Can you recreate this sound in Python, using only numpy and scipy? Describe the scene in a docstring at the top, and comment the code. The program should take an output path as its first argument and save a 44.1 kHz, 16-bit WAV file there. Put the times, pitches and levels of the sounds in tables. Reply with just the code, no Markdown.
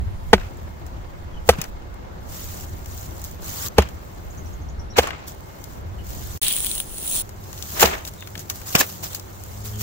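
"""Splitting a small log with an axe

An axe with a small log stuck on its blade is banged on a stump four times, then swung through;
the halves split, fall and tumble in dry leaves. Boots rustle the leaves, wind buffets the microphone,
birds call and a far engine hums; after a short dropout a bright crackling hiss lasts under a second.
Blows are fading wood tones with noise, leaves, wind and hiss are shaped noise, and the rest is gliding or
steady tones.
"""
import sys
import numpy as np
from scipy import signal
from scipy.fft import rfft, irfft
from scipy.io import wavfile
from scipy.ndimage import uniform_filter1d

SR = 44100
rng = np.random.default_rng(int(sys.argv[2]) if len(sys.argv) > 2 else 0)


def digitize_waveform(pressure):
    """Quantize a signal to 16-bit integers and store it at the path in sys.argv[1].

    Rows of a 2-D input are taken as channels; values are limited to [-1, 1].
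    """
    field = np.atleast_2d(pressure).T
    bounded = np.clip(field, -1, 1)
    quanta = np.round(bounded * 32767).astype(np.int16)
    wavfile.write(sys.argv[1], SR, quanta)


N = 433062  # length in samples

# All levels are relative, ahead of the recorder's gain. Noise colours say how strong each pitch is.

# Still air: pitch_hz, level_db (per Hz)
AIR_COLOUR = [(76, -38), (130, -2), (223, -9), (310, -9.5), (365, -4), (420, -14), (498, -9.5),
              (857, -11.5), (1910, -21.5), (2160, -25.5), (2340, -26), (7330, -36.5), (9130, -55),
              (15700, -59)]
AIR_DB = -48.5
# How alike noise is in the two ears: pitch_hz, likeness (1 same, 0 unrelated, below 0 opposed)
EAR_LIKENESS = [(60, 0.98), (130, 1), (290, 0.17), (640, -0.32), (1410, -0.39), (3100, -0.038),
                (6820, -0.056), (15000, -0.07)]

# Wind strength: time_s, buffeting_db, rumble_db (relative to the buffeting)
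WIND_LEVELS = [(0.0, -30.5, -12.5), (0.27, -41.5, 2), (0.54, -43, -5.5), (1.43, -44.5, -1),
               (1.6, -40.5, -2), (1.85, -47.5, -5), (2.7, -43, -6), (3.7, -43, -16), (4.02, -45, -27),
               (4.82, -39, -5), (5.1, -48.5, -9), (5.72, -49, -26.5), (5.85, -40, -15), (6.38, -41, -9),
               (6.44, -59, 21), (7.75, -45, -10), (8.1, -50.5, -2), (8.8, -50.5, -22), (9.82, -44.5, -22)]
# Wind buffeting: pitch_hz, level_db (per Hz)
BUFFET_COLOUR = [(30, -9), (55, 5.5), (78, 13.5), (120, -11.5), (200, -8.5), (400, -54)]
# Deep wind rumble: pitch_hz, level_db (per Hz)
RUMBLE_COLOUR = [(12, -7), (28, 19), (45, 11), (60, 11), (100, -41)]

# Far engine: time_s, pitch_hz, level_db
ENGINE_PATH = [(7.229, 103.6, -48.5), (7.76, 94, -49), (7.81, 90.3, -54), (8.33, 98.7, -49.5),
               (9.4, 95.15, -48), (9.44, 103.8, -50), (9.82, 106, -35.5)]
# Engine tones: multiple (of the engine pitch), level_db (relative to ENGINE_PATH)
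ENGINE_ORDERS = [(1, -1), (2, -11.5), (4, -18)]
WHINE_HZ, WHINE_DB = 2143, -75  # a faint tone of steady pitch

# Faint rustle that never stops: time_s, level_db
RUSTLE_LEVELS = [(0.0, -85.5), (0.31, -56.5), (0.75, -62), (1.4, -66.5), (2.1, -66), (2.3, -55.5),
                 (3.8, -57), (4.497, -56), (4.85, -75), (5.38, -57), (5.74, -52), (5.84, -63.5), (6.4, -46),
                 (7.22, -50), (7.28, -55), (8.0, -50), (9.2, -51), (9.62, -46)]
# Dry leaves: pitch_hz, level_db (per Hz)
LEAF_COLOUR = [(710, -4), (1200, -1), (1930, -5), (2220, -7.5), (2440, -8), (2780, -5), (5070, -3),
               (6930, 2), (10300, -10.5), (11500, -4), (15700, 3.5)]
# Boots, chips and wood stirring the leaves: start_s, length_s, start_db, end_db
SCUFFS = [(0.862, 0.028, -49, -73), (1.44, 0.044, -73, -37), (1.53, 0.17, -55, -58), (2.27, 0.38, -41, -45),
          (2.64, 0.21, -55.5, -63), (2.85, 0.22, -49, -47), (3.05, 0.18, -59, -49),
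          (3.228, 0.14, -41, -64.5), (3.4, 0.28, -42.5, -31.5), (4.968, 0.034, -28, -31),
          (5.0, 0.11, -35, -64), (5.27, 0.075, -32, -66), (6.03, 0.42, -45, -50.5),
          (7.35, 0.51, -62.5, -27.5), (7.797, 0.038, -25, -10.5), (7.835, 0.16, -22, -58),
          (8.045, 0.047, -45, -40), (8.39, 0.04, -37, -52), (8.496, 0.032, -24.5, -48),
          (8.53, 0.12, -41, -52), (8.655, 0.0416, -41, -29.5), (8.695, 0.067, -38.5, -32),
          (8.77, 0.044, -31, -14), (8.82, 0.083, -35, -48), (8.87, 0.2, -36, -57.5),
          (9.025, 0.085, -26.5, -50.5), (9.1, 0.04, -45, -37), (9.143, 0.048, -31, -50),
          (9.64, 0.12, -34, -63), (9.76, 0.058, -66, -27.5)]

# Bird whistles that fall: start_s, length_s, start_hz, end_hz, level_db
CHIRPS = [(1.322, 0.08, 3390, 2820, -59.5), (4.924, 0.034, 4050, 3960, -59),
          (5.975, 0.047, 3140, 2770, -57), (8.17, 0.08, 3820, 3500, -51.5), (9.719, 0.06, 3250, 3070, -51)]
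# Bird trill, one upsweep a row: start_s, top_hz, level_db
TRILL = [(4.298, 7800, -51.5), (4.369, 7160, -52), (4.455, 6730, -50.5), (4.522, 7100, -53.5),
         (4.606, 6800, -56.5), (4.684, 7050, -52), (4.79, 6000, -51), (4.898, 5900, -52)]
TRILL_NOTE_S, TRILL_START_HZ = 0.02, 5360

# Bright hiss: time_s, level_db
HISS_LEVELS = [(6.416, -24), (6.43, -22.5), (6.5, -25), (6.55, -24), (6.62, -28), (6.798, -29.5),
               (6.852, -43.5), (7.04, -31.5), (7.08, -28.5), (7.17, -23), (7.216, -24.5), (7.222, -30)]
# Bright hiss: pitch_hz, level_db (per Hz)
HISS_COLOUR = [(600, -18), (2000, -25.5), (3200, -13), (4300, -15.5), (4800, -21), (7500, -11), (9300, -4),
               (10250, -0.5), (10500, -33), (11500, -14), (12500, -21), (12900, -11), (14400, -23),
               (14700, -8), (15700, -3)]
# Duller crunch under the hiss: start_s, length_s, start_db, end_db
CRUNCHES = [(6.416, 0.17, -29.5, -44), (6.63, 0.14, -40, -67)]
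# Crunch: pitch_hz, level_db (per Hz)
CRUNCH_COLOUR = [(1000, -23), (2200, -6.5), (3200, 4), (4400, -2), (5500, -28)]
# Short bright crackles, many of them in the hiss: start_s, level_db, pan_db (left minus right)
CRACKLES = [(0.571, -33, 2), (2.9771, -21, 10), (3.012, -30, 1.5), (3.2165, -22, 9), (3.241, -14, -3),
            (3.247, -15, 4), (3.313, -21, 0), (3.6841, -13, 7), (5.0724, -15, -1), (5.3284, -29, -.5),
            (5.3474, -30, 11), (6.4185, -19, 1), (6.4307, -8, 16), (6.4354, -9, 1.0), (6.4674, -13, 8),
            (6.482, 2.5, 7), (6.526, -6, 13), (6.565, -5, 11), (6.594, -18, 4), (6.646, -8, 6),
            (6.662, -6, 13), (6.667, -7, 14), (6.7142, -6, 7), (6.7361, -18, -3), (6.752, -8, 3),
            (6.78, -8, 6), (6.8017, -5, 11), (6.944, -20, -4), (6.982, -12, -1.5), (7.0763, -11, -7),
            (8.1115, -36, 2.5), (8.1804, -37, 4), (8.2067, -23, 12), (9.4372, -20, 11), (9.6549, -15, .5)]
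# Tint of the crackles in the hiss: pitch_hz, gain_db
CRACKLE_COLOUR = [(2000, -7), (4000, -5), (7000, -19), (10000, -1), (11000, -17), (15000, -7)]

# Chips tearing off and scattering: start_s, length_s, start_db, end_db
SCATTER = [(0.364, 0.13, -43.5, -53), (1.526, 0.04, -34.5, -48), (1.569, 0.092, -41, -46),
           (3.766, 0.16, -28.5, -58.5), (4.956, 0.034, -42.5, -12.5), (5.021, 0.073, -27.5, -44),
           (5.043, .26, -38, -57), (7.747, 0.053, -43, -33), (7.796, 0.043, -27.5, -18),
           (7.843, 0.054, -26, -29.5), (7.888, 0.17, -23.5, -54.5), (8.744, 0.049, -23, -33.5),
           (8.796, 0.063, -20.5, -45), (9.028, 0.037, -29.5, -70)]
# Tearing wood: pitch_hz, level_db (per Hz)
TEAR_COLOUR = [(150, -56), (400, -2), (1000, 1), (2500, -2.5), (4500, -14.5), (7500, -17), (10000, -37),
               (15700, -34)]
# Fibres let go after each blow
SPLINTER_AFTER_S, SPLINTER_S, SPLINTER_DB, SPLINTER_END_DB = 0.012, 0.03, -36, -50
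ONSET_SHARE = 0.19  # part of a burst's length over which it swells in
EDGE_S = 0.011  # width of the smoothing that rounds off a burst

# Tones of log and stump: pitch_hz, level_db, fade_s (time to fall 60 dB, before the ring share)
WOOD_MODES = [(200.7, -16.5, 0.095), (380, -21, 0.094), (470, -1.5, 0.019), (669, -6.5, 0.028),
              (850, -3, 0.014), (1164, -12, 0.012), (1266, -15.5, 0.042), (1501, -10, 0.016),
              (1880, -6.5, 0.016), (2415, -40, 0.0084), (2850, -18, 0.012), (3377, -18, 0.038)]
# Log banged on the stump: start_s, blow_db, pitch_factor, tilt_db (per octave, upper tones),
# log_db, log_pitch_factor (both for the log's own tone), low_db (two lowest tones), crack_db, thump_db,
# knock_db, ring_share (factor on fading times), contact_s, press_s
BLOWS = [(0.3293, 3, 0.98, -1.5, 3.5, 1.04, 2.5, -15, -13, -5, 0.79, 0.0021, 0.0072),
         (1.4884, 4, 1.036, -3, 0, 0.92, -8.5, -6, -15, -14.5, 0.96, 0.0022, 0.0056),
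         (3.7816, -2, 0.95, -3.5, 1, 1.02, 3.5, -7, -2.5, -11, 0.87, 0.0012, 0.0067),
         (4.9845, -3, 1.03, -9, 3.5, 0.92, -10.5, -6.5, -12.5, -6, 1.02, 0.0009, 0.0064),
         (7.825, -8, 0.92, 1.5, 4, 1.03, -3, -2, -13, -7.5, 1.3, 0.0023, 0.0044),
         (7.8361, -7, 0.99, -3.5, -1, 0.99, 0, -10, -13, -18, 1.7, 0.00077, 0.0035)]
# Loose wood landing: the columns of BLOWS, then lag_samples (how late the right ear is)
LANDINGS = [(1.584, -24.5, 0.87, -8, -2, 1.06, 7, -9, 6.5, -16, 0.4, 0.0022, 0.0034, 1),
            (8.372, -28, 0.73, -12, 6, 0.9, 6, -7, -16, -17, 0.84, .002, 0.0035, 5),
            (8.75, -8, 0.797, 0, -15, 1.006, -7, 6.5, -0.5, 8, 0.24, 0.0023, 0.0056, -5.5),
            (8.8071, -16, 2.16, -2.5, 14, 0.94, -21, 11, -25, -2, 0.95, 0.0032, 0.0036, 1)]
THUMP_FADE_S = 0.11  # stump pushed into the soil: time to fall 60 dB, before the ring share
STUMP_HZ, GROUND_HZ = 69.5, 157.5  # pitch of the low thump
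BLOW_LAG = 4.7  # samples that the right ear is late
# Chips, twigs and leaves snapping: start_s, level_db, knock_hz, treble_db
SNAPS = [(0.379, -28, 880, -22), (0.413, -32, 1210, -12), (0.8646, -32.5, 910, 0), (1.534, -26, 902, -8),
         (1.615, -11, 1880, -2), (1.64, -21, 1160, -4), (1.941, -37.5, 1280, 2), (2.858, -28.5, 1750, -1.5),
         (3.821, -21, 1320, -6), (3.827, -30, 2020, -22), (3.888, -31, 1330, -2), (4.9694, -14, 4000, -1),
         (5.03, -24, 2300, -5), (5.037, -31, 520, -30), (5.0713, -25, 890, -25), (5.088, -26, 900, -14),
         (5.105, -22.5, 1520, -15), (5.1305, -31, 1200, -26), (5.64, -24.5, 1100, 7),
         (7.2916, -26.5, 1020, -2), (7.529, -25.5, 890, -1.5), (7.576, -26, 4360, -5),
         (7.624, -15, 3760, -3), (7.796, -6.5, 2540, -4), (7.8073, -2.5, 2000, -1.5),
         (7.818, -12, 2900, -6), (7.857, -9, 3250, -12), (7.8725, -18, 850, -18), (7.9126, -21, 900, 1),
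         (8.05, -20.5, 4080, -4), (8.075, -16, 2700, 5), (8.1362, -29, 2920, -2), (8.2233, -28, 1700, -10),
         (8.273, -23, 1560, -3.5), (8.3535, -21, 2120, -6), (8.377, -22, 3900, -4), (8.393, -21, 2966, 1),
         (8.499, -8.5, 1550, -1.5), (8.6154, -26.5, 1105, -5), (8.7598, -9, 2400, -6),
         (8.8282, -16, 1500, -6), (9.147, -12.5, 4000, 4), (9.196, -22.5, 5140, -3)]
# Tint of blows, landings, snaps and birds: pitch_hz, gain_db
NEAR_COLOUR = [(7000, -4), (9000, -15.5), (10300, -11.5), (12000, -8.5), (15500, -5.5)]

# Recorder gain with a short dropout: time_s, gain_db
RECORDER_GAIN = [(6.376, 7.5), (6.379, -7), (6.397, -30.5), (6.399, -80), (6.414, -80), (6.416, 6)]
MIC_EDGE_HZ, FINAL_EDGE_HZ = 15750, 16400  # upper limits before and after the overload


def amp(db):
    """Decibels turned into a plain multiplier."""
    return 10 ** (np.asarray(db) / 20)


def evened(x):
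    """The same sound scaled to an average strength (rms) of 1."""
    return x / np.sqrt(np.mean(x ** 2) + 1e-20)


def read(points, hz):
    """Value of a curve at given pitches, joined in straight lines on a log pitch scale."""
    point_hz, value = np.transpose(points)
    return np.interp(np.log(hz + 1), np.log(point_hz + 1), value)


def level(rows):
    """Gain over time from a (time_s, level_db) curve; silent outside it."""
    return amp(np.interp(np.arange(N) / SR, *np.transpose(rows), left=-200, right=-200))


def add(mix, start_s, sound):
    """Lays a sound into the mix at its start time, cut off at the end."""
    part = mix[:, round(start_s * SR):][:, :sound.shape[1]]
    part += sound[:, :part.shape[1]]


def band(x, lo_hz, hi_hz):
    """Keeps the part of a sound between two pitches, at rms 1."""
    return evened(signal.lfilter(*signal.butter(2, [lo_hz, hi_hz], "band", fs=SR), x))


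def tinted(x, colour):
    """A sound made stronger or weaker at each pitch."""
    return irfft(rfft(x) * amp(read(colour, np.fft.rfftfreq(N, 1 / SR))), N)


def ears(x, lag, pan_db=0):
    """A sound in two ears, the right one later by a fractional number of samples."""
    x = np.pad(x, 16)
    turn = np.exp(-2j * np.pi * np.fft.rfftfreq(len(x)) * lag)
    right = irfft(rfft(x) * turn, len(x))
    return np.array([x, right]) * amp([[pan_db / 2], [-pan_db / 2]])


def noise(colour, patchy_db, flicker_db, size, alike=1):
    """Two-ear noise of rms 1 from random short spectra, with drifting patches and a flicker at all pitches."""
    hop, hz = size // 4, np.fft.rfftfreq(size, 1 / SR)
    frames = N // hop + 5
    a, b, c, d, patches = rng.standard_normal((frames, len(hz), 5)).T
    patches = uniform_filter1d(patches, size=size // 64, axis=0)  # blend across pitch
    patches = evened(uniform_filter1d(patches, size=8, axis=1))  # blend across time
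    flicker = np.minimum(rng.exponential(1, frames), 4)
    same = np.clip(alike * read(EAR_LIKENESS, hz), -1, 1)[:, None]
    left = a + 1j * b
    right = same * left + np.sqrt(1 - same ** 2) * (c + 1j * d)
    spectra = np.array([left, right])
    spectra *= amp(read(colour, hz)[:, None] + patchy_db * patches + flicker_db * flicker)
    return evened(signal.istft(spectra, nperseg=size, noverlap=size - hop)[1][:, :N])


def grainy(x, per_s, spread_db, fade_s, bed):
    """Breaks a noise into short fading grains at random times over a smooth bed."""
    sizes = amp(spread_db * np.minimum(rng.exponential(1, N), 4))
    starts = rng.random(N) < per_s / SR
    grains = signal.lfilter([1], [1, -amp(-60 / (fade_s * SR))], sizes * starts)
    return evened(x * (bed + evened(grains)))


def bursts(rows):
    """Gain over time of bursts that swell in, slide from one level to another and stop."""
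    gain = np.zeros((1, N))
    for start_s, length_s, start_db, end_db in rows:
        u = np.linspace(0, 1, round(length_s * SR))
        swell = np.minimum(u / ONSET_SHARE, 1)
        add(gain, start_s, (swell * amp(start_db + (end_db - start_db) * u))[None])
    return uniform_filter1d(gain, round(EDGE_S * SR))


def still_air():
    """Soft steady background noise, strongest in the low pitches."""
    return amp(AIR_DB) * noise(AIR_COLOUR, 1.0, 1.0, size=1024)


def wind():
    """Lumpy buffeting and a deeper rumble, only partly shared by the ears."""
    time_s, buffet_db, rumble_db = np.transpose(WIND_LEVELS)
    buffet = noise(BUFFET_COLOUR, 1.17, 0.33, size=2048, alike=0.57)
    rumble = noise(RUMBLE_COLOUR, 3.0, 0.5, size=2048, alike=0.31)
    buffet_gain = level(np.transpose([time_s, buffet_db]))
    rumble_gain = level(np.transpose([time_s, buffet_db + rumble_db]))
    return buffet_gain * buffet + rumble_gain * rumble


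def engine():
    """A far engine as tones at multiples of one moving pitch, and a faint tone that wavers in level."""
    t = np.arange(N) / SR
    time_s, pitch_hz, level_db = np.transpose(ENGINE_PATH)
    turns = np.cumsum(np.interp(t, time_s, pitch_hz)) / SR
    hum = sum(amp(db) * np.sin(2 * np.pi * multiple * turns) for multiple, db in ENGINE_ORDERS)
    waver = 1 + 0.5 * evened(uniform_filter1d(rng.standard_normal(N), size=1500))
    whine = amp(WHINE_DB) * waver * np.sin(2 * np.pi * WHINE_HZ * t)
    hum_gain = level(np.transpose([time_s, level_db]))
    return np.sqrt(2) * (hum * hum_gain + whine)  # a sine of rms 1 peaks at root 2


def dry_leaves():
    """Many tiny grains of noise: a faint steady rustle, and stronger scuffs as the leaves are stirred."""
    rustle = grainy(noise(LEAF_COLOUR, 2.4, 0.45, size=256), per_s=300, spread_db=3.8, fade_s=0.004, bed=3.2)
    held_to_end = RUSTLE_LEVELS + [(N / SR, RUSTLE_LEVELS[-1][1])]
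    return (level(held_to_end) + bursts(SCUFFS)) * rustle


def chirp(length_s, start_hz, end_hz, db):
    """A gliding whistle with a blurred echo from the trees."""
    u = np.arange(round(length_s * SR)) / (length_s * SR)
    glide_hz = start_hz + (end_hz - start_hz) * u ** 0.825
    tone = np.sin(2 * np.pi * np.cumsum(glide_hz) / SR) * np.sin(np.pi * u)
    waver = evened(uniform_filter1d(rng.standard_normal(len(u)), size=80))
    tone *= 1 + 0.65 * waver  # the whistle wavers in level
    echo = rng.standard_normal((2, 3000)) * amp(-23.5 - 60 * np.arange(3000) / SR / 0.14)
    echo[:, 0] = 1  # the direct sound
    return amp(db) * signal.fftconvolve(tone[None], echo, axes=1)


def birds():
    """A trill of upsweeps and a few falling whistles."""
    calls = np.zeros((2, N))
    for start_s, top_hz, db in TRILL:
        add(calls, start_s, chirp(TRILL_NOTE_S, TRILL_START_HZ, top_hz, db))
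    for start_s, *note in CHIRPS:
        add(calls, start_s, chirp(*note))
    return calls


def bright_hiss():
    """A bright grainy hiss with a duller, coarser crunch under it."""
    fine = grainy(noise(HISS_COLOUR, 1.74, 0.69, size=512), per_s=300, spread_db=3.2, fade_s=0.005, bed=3.0)
    coarse = grainy(noise(CRUNCH_COLOUR, 2.5, 0.9, size=256), per_s=122, spread_db=2.0, fade_s=0.014, bed=1.6)
    return level(HISS_LEVELS) * fine + bursts(CRUNCHES) * coarse


def snap(db, knock_hz, treble_db, pan_db=8.5, fade_s=0.023):
    """A woody knock over an octave wide under a bright click, both fading noise."""
    t = np.arange(1500) / SR
    dull, bright = rng.standard_normal((2, len(t)))
    knock = band(dull, 0.63 * knock_hz, 1.86 * knock_hz) * amp(-60 * t / (1.1 * fade_s))
    click = band(bright, 4700, 21900) * amp(-60 * t / fade_s)
    sound = knock * (1 - min(amp(treble_db), 0.9)) + amp(treble_db) * click
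    sound *= 1 - np.exp(-t / 0.00011)  # very quick start
    return amp(db) * ears(sound / abs(sound).max(), 4.93, pan_db)


def crackles():
    """Very short bright snaps with the colour of the leaves, or their own colour during the hiss."""
    in_leaves, in_hiss = np.zeros((2, 2, N))
    for start_s, db, pan_db in CRACKLES:
        during_hiss = HISS_LEVELS[0][0] < start_s < HISS_LEVELS[-1][0]
        add(in_hiss if during_hiss else in_leaves, start_s, snap(db, 4700, -0.52, pan_db, fade_s=0.0072))
    return amp(-9) * tinted(in_leaves, LEAF_COLOUR) + tinted(in_hiss, CRACKLE_COLOUR)


def ringing(t, fading, pitch, tilt_db, log_db, log_pitch, low_db, ring):
    """The wood's tones; where a blow lands sets the upper slope, the log's own tone and the two lowest."""
    hz, db, fade_s = np.transpose(WOOD_MODES)[:, :, None]
    main_hz, log_hz = WOOD_MODES[2][0], WOOD_MODES[4][0]
    db = db + np.where(hz >= main_hz, tilt_db * np.log2(hz / main_hz), low_db)
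    db = db + log_db * (hz == log_hz)
    hz = np.where(hz == log_hz, hz * log_pitch, hz)
    tones = amp(db - 60 * fading / (ring * fade_s)) * np.sin(2 * np.pi * hz * pitch * t)
    return tones.sum(axis=0)


def clatter():
    """Grainy tearing noise from splinters and chips, part of it ringing the wood."""
    splinters = [(start_s + SPLINTER_AFTER_S, SPLINTER_S, SPLINTER_DB, SPLINTER_END_DB) for start_s, *_ in BLOWS]
    tearing = grainy(noise(TEAR_COLOUR, 2.5, 0.5, size=128), per_s=800, spread_db=2.6, fade_s=0.01, bed=2.0)
    rough = bursts(splinters + SCATTER) * tearing
    t = np.arange(3000) / SR
    modes = ringing(t, t, pitch=1.0, tilt_db=-1.0, log_db=0, log_pitch=1, low_db=-8, ring=0.6)
    modes = modes[None] / np.linalg.norm(modes) / 4.6
    rung = signal.oaconvolve(rough, modes, axes=1)[:, :N]
    return amp(-1.5) * rough + amp(-4.0) * rung


def chop(db, pitch, tilt_db, log_db, log_pitch, low_db, crack_db, thump_db, knock_db, ring, contact_s, press_s,
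         thump_hz, lag):
    """A bright crack, a rough knock, the wood's tones held while the blade presses, and a low thump."""
    t = np.arange(8000) / SR
    contact = 1 - np.exp(-(t / contact_s) ** 2)
    after = np.logaddexp(0, (t - press_s) / 0.0016) * 0.0016  # time since the blade let go, rounded off
    wood = ringing(t, after, pitch, tilt_db, log_db, log_pitch, low_db, ring)
    thump = np.cos(2 * np.pi * thump_hz * t - 2.3) * amp(-60 * t / (ring * THUMP_FADE_S))
    thump *= 1 - np.exp(-t / (ring * 0.017))  # slow start
    bright, dull = rng.standard_normal((2, 2, len(t)))
    crack_fade = amp(-60 * t / 0.02) + 0.2 * amp(-60 * t / 0.083)
    crack = amp(crack_db) * band(bright, 1850, 19800) * crack_fade * contact
    knock = amp(knock_db) * band(dull, 274, 2840) * amp(-60 * t / (ring * 0.055)) * contact
    near = wood * contact + 2 * amp(thump_db) * thump + crack[0] + knock[0]
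    both = ears(near, lag)[:, :len(t)]
    both += 0.5 * (crack + knock)  # scattered part, different in each ear
    return amp(db) * both


def blows():
    """Blows on the stump, wood landing and snaps."""
    hits = np.zeros((2, N))
    for start_s, *blow in BLOWS:
        add(hits, start_s, chop(*blow, STUMP_HZ, BLOW_LAG))
    for start_s, *landing, lag in LANDINGS:
        add(hits, start_s, chop(*landing, GROUND_HZ, lag))
    for start_s, *row in SNAPS:
        add(hits, start_s, snap(*row))
    return hits


def scene():
    """All sounds together, from the background to the blows."""
    background = still_air() + wind() + engine()
    leaves_and_hiss = dry_leaves() + bright_hiss() + crackles()
    tinted_sounds = tinted(birds() + blows(), NEAR_COLOUR)
    return background + leaves_and_hiss + clatter() + tinted_sounds


def low_pass(x, edge_hz):
    """Removes everything above a pitch with a steep filter."""
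    return signal.oaconvolve(x, signal.firwin(511, edge_hz, window=("kaiser", 9), fs=SR)[None], "same")


def record(dry):
    """Microphone band, recorder gain with the short dropout, overload of loud peaks, then a band limit."""
    mic = low_pass(dry, MIC_EDGE_HZ)
    mic *= amp(np.interp(np.arange(N) / SR, *np.transpose(RECORDER_GAIN)))
    clipped = np.clip(mic, -0.98, 0.98)
    return np.clip(low_pass(clipped, FINAL_EDGE_HZ), -1, 1)


dry = scene()
out = record(dry)
digitize_waveform(out)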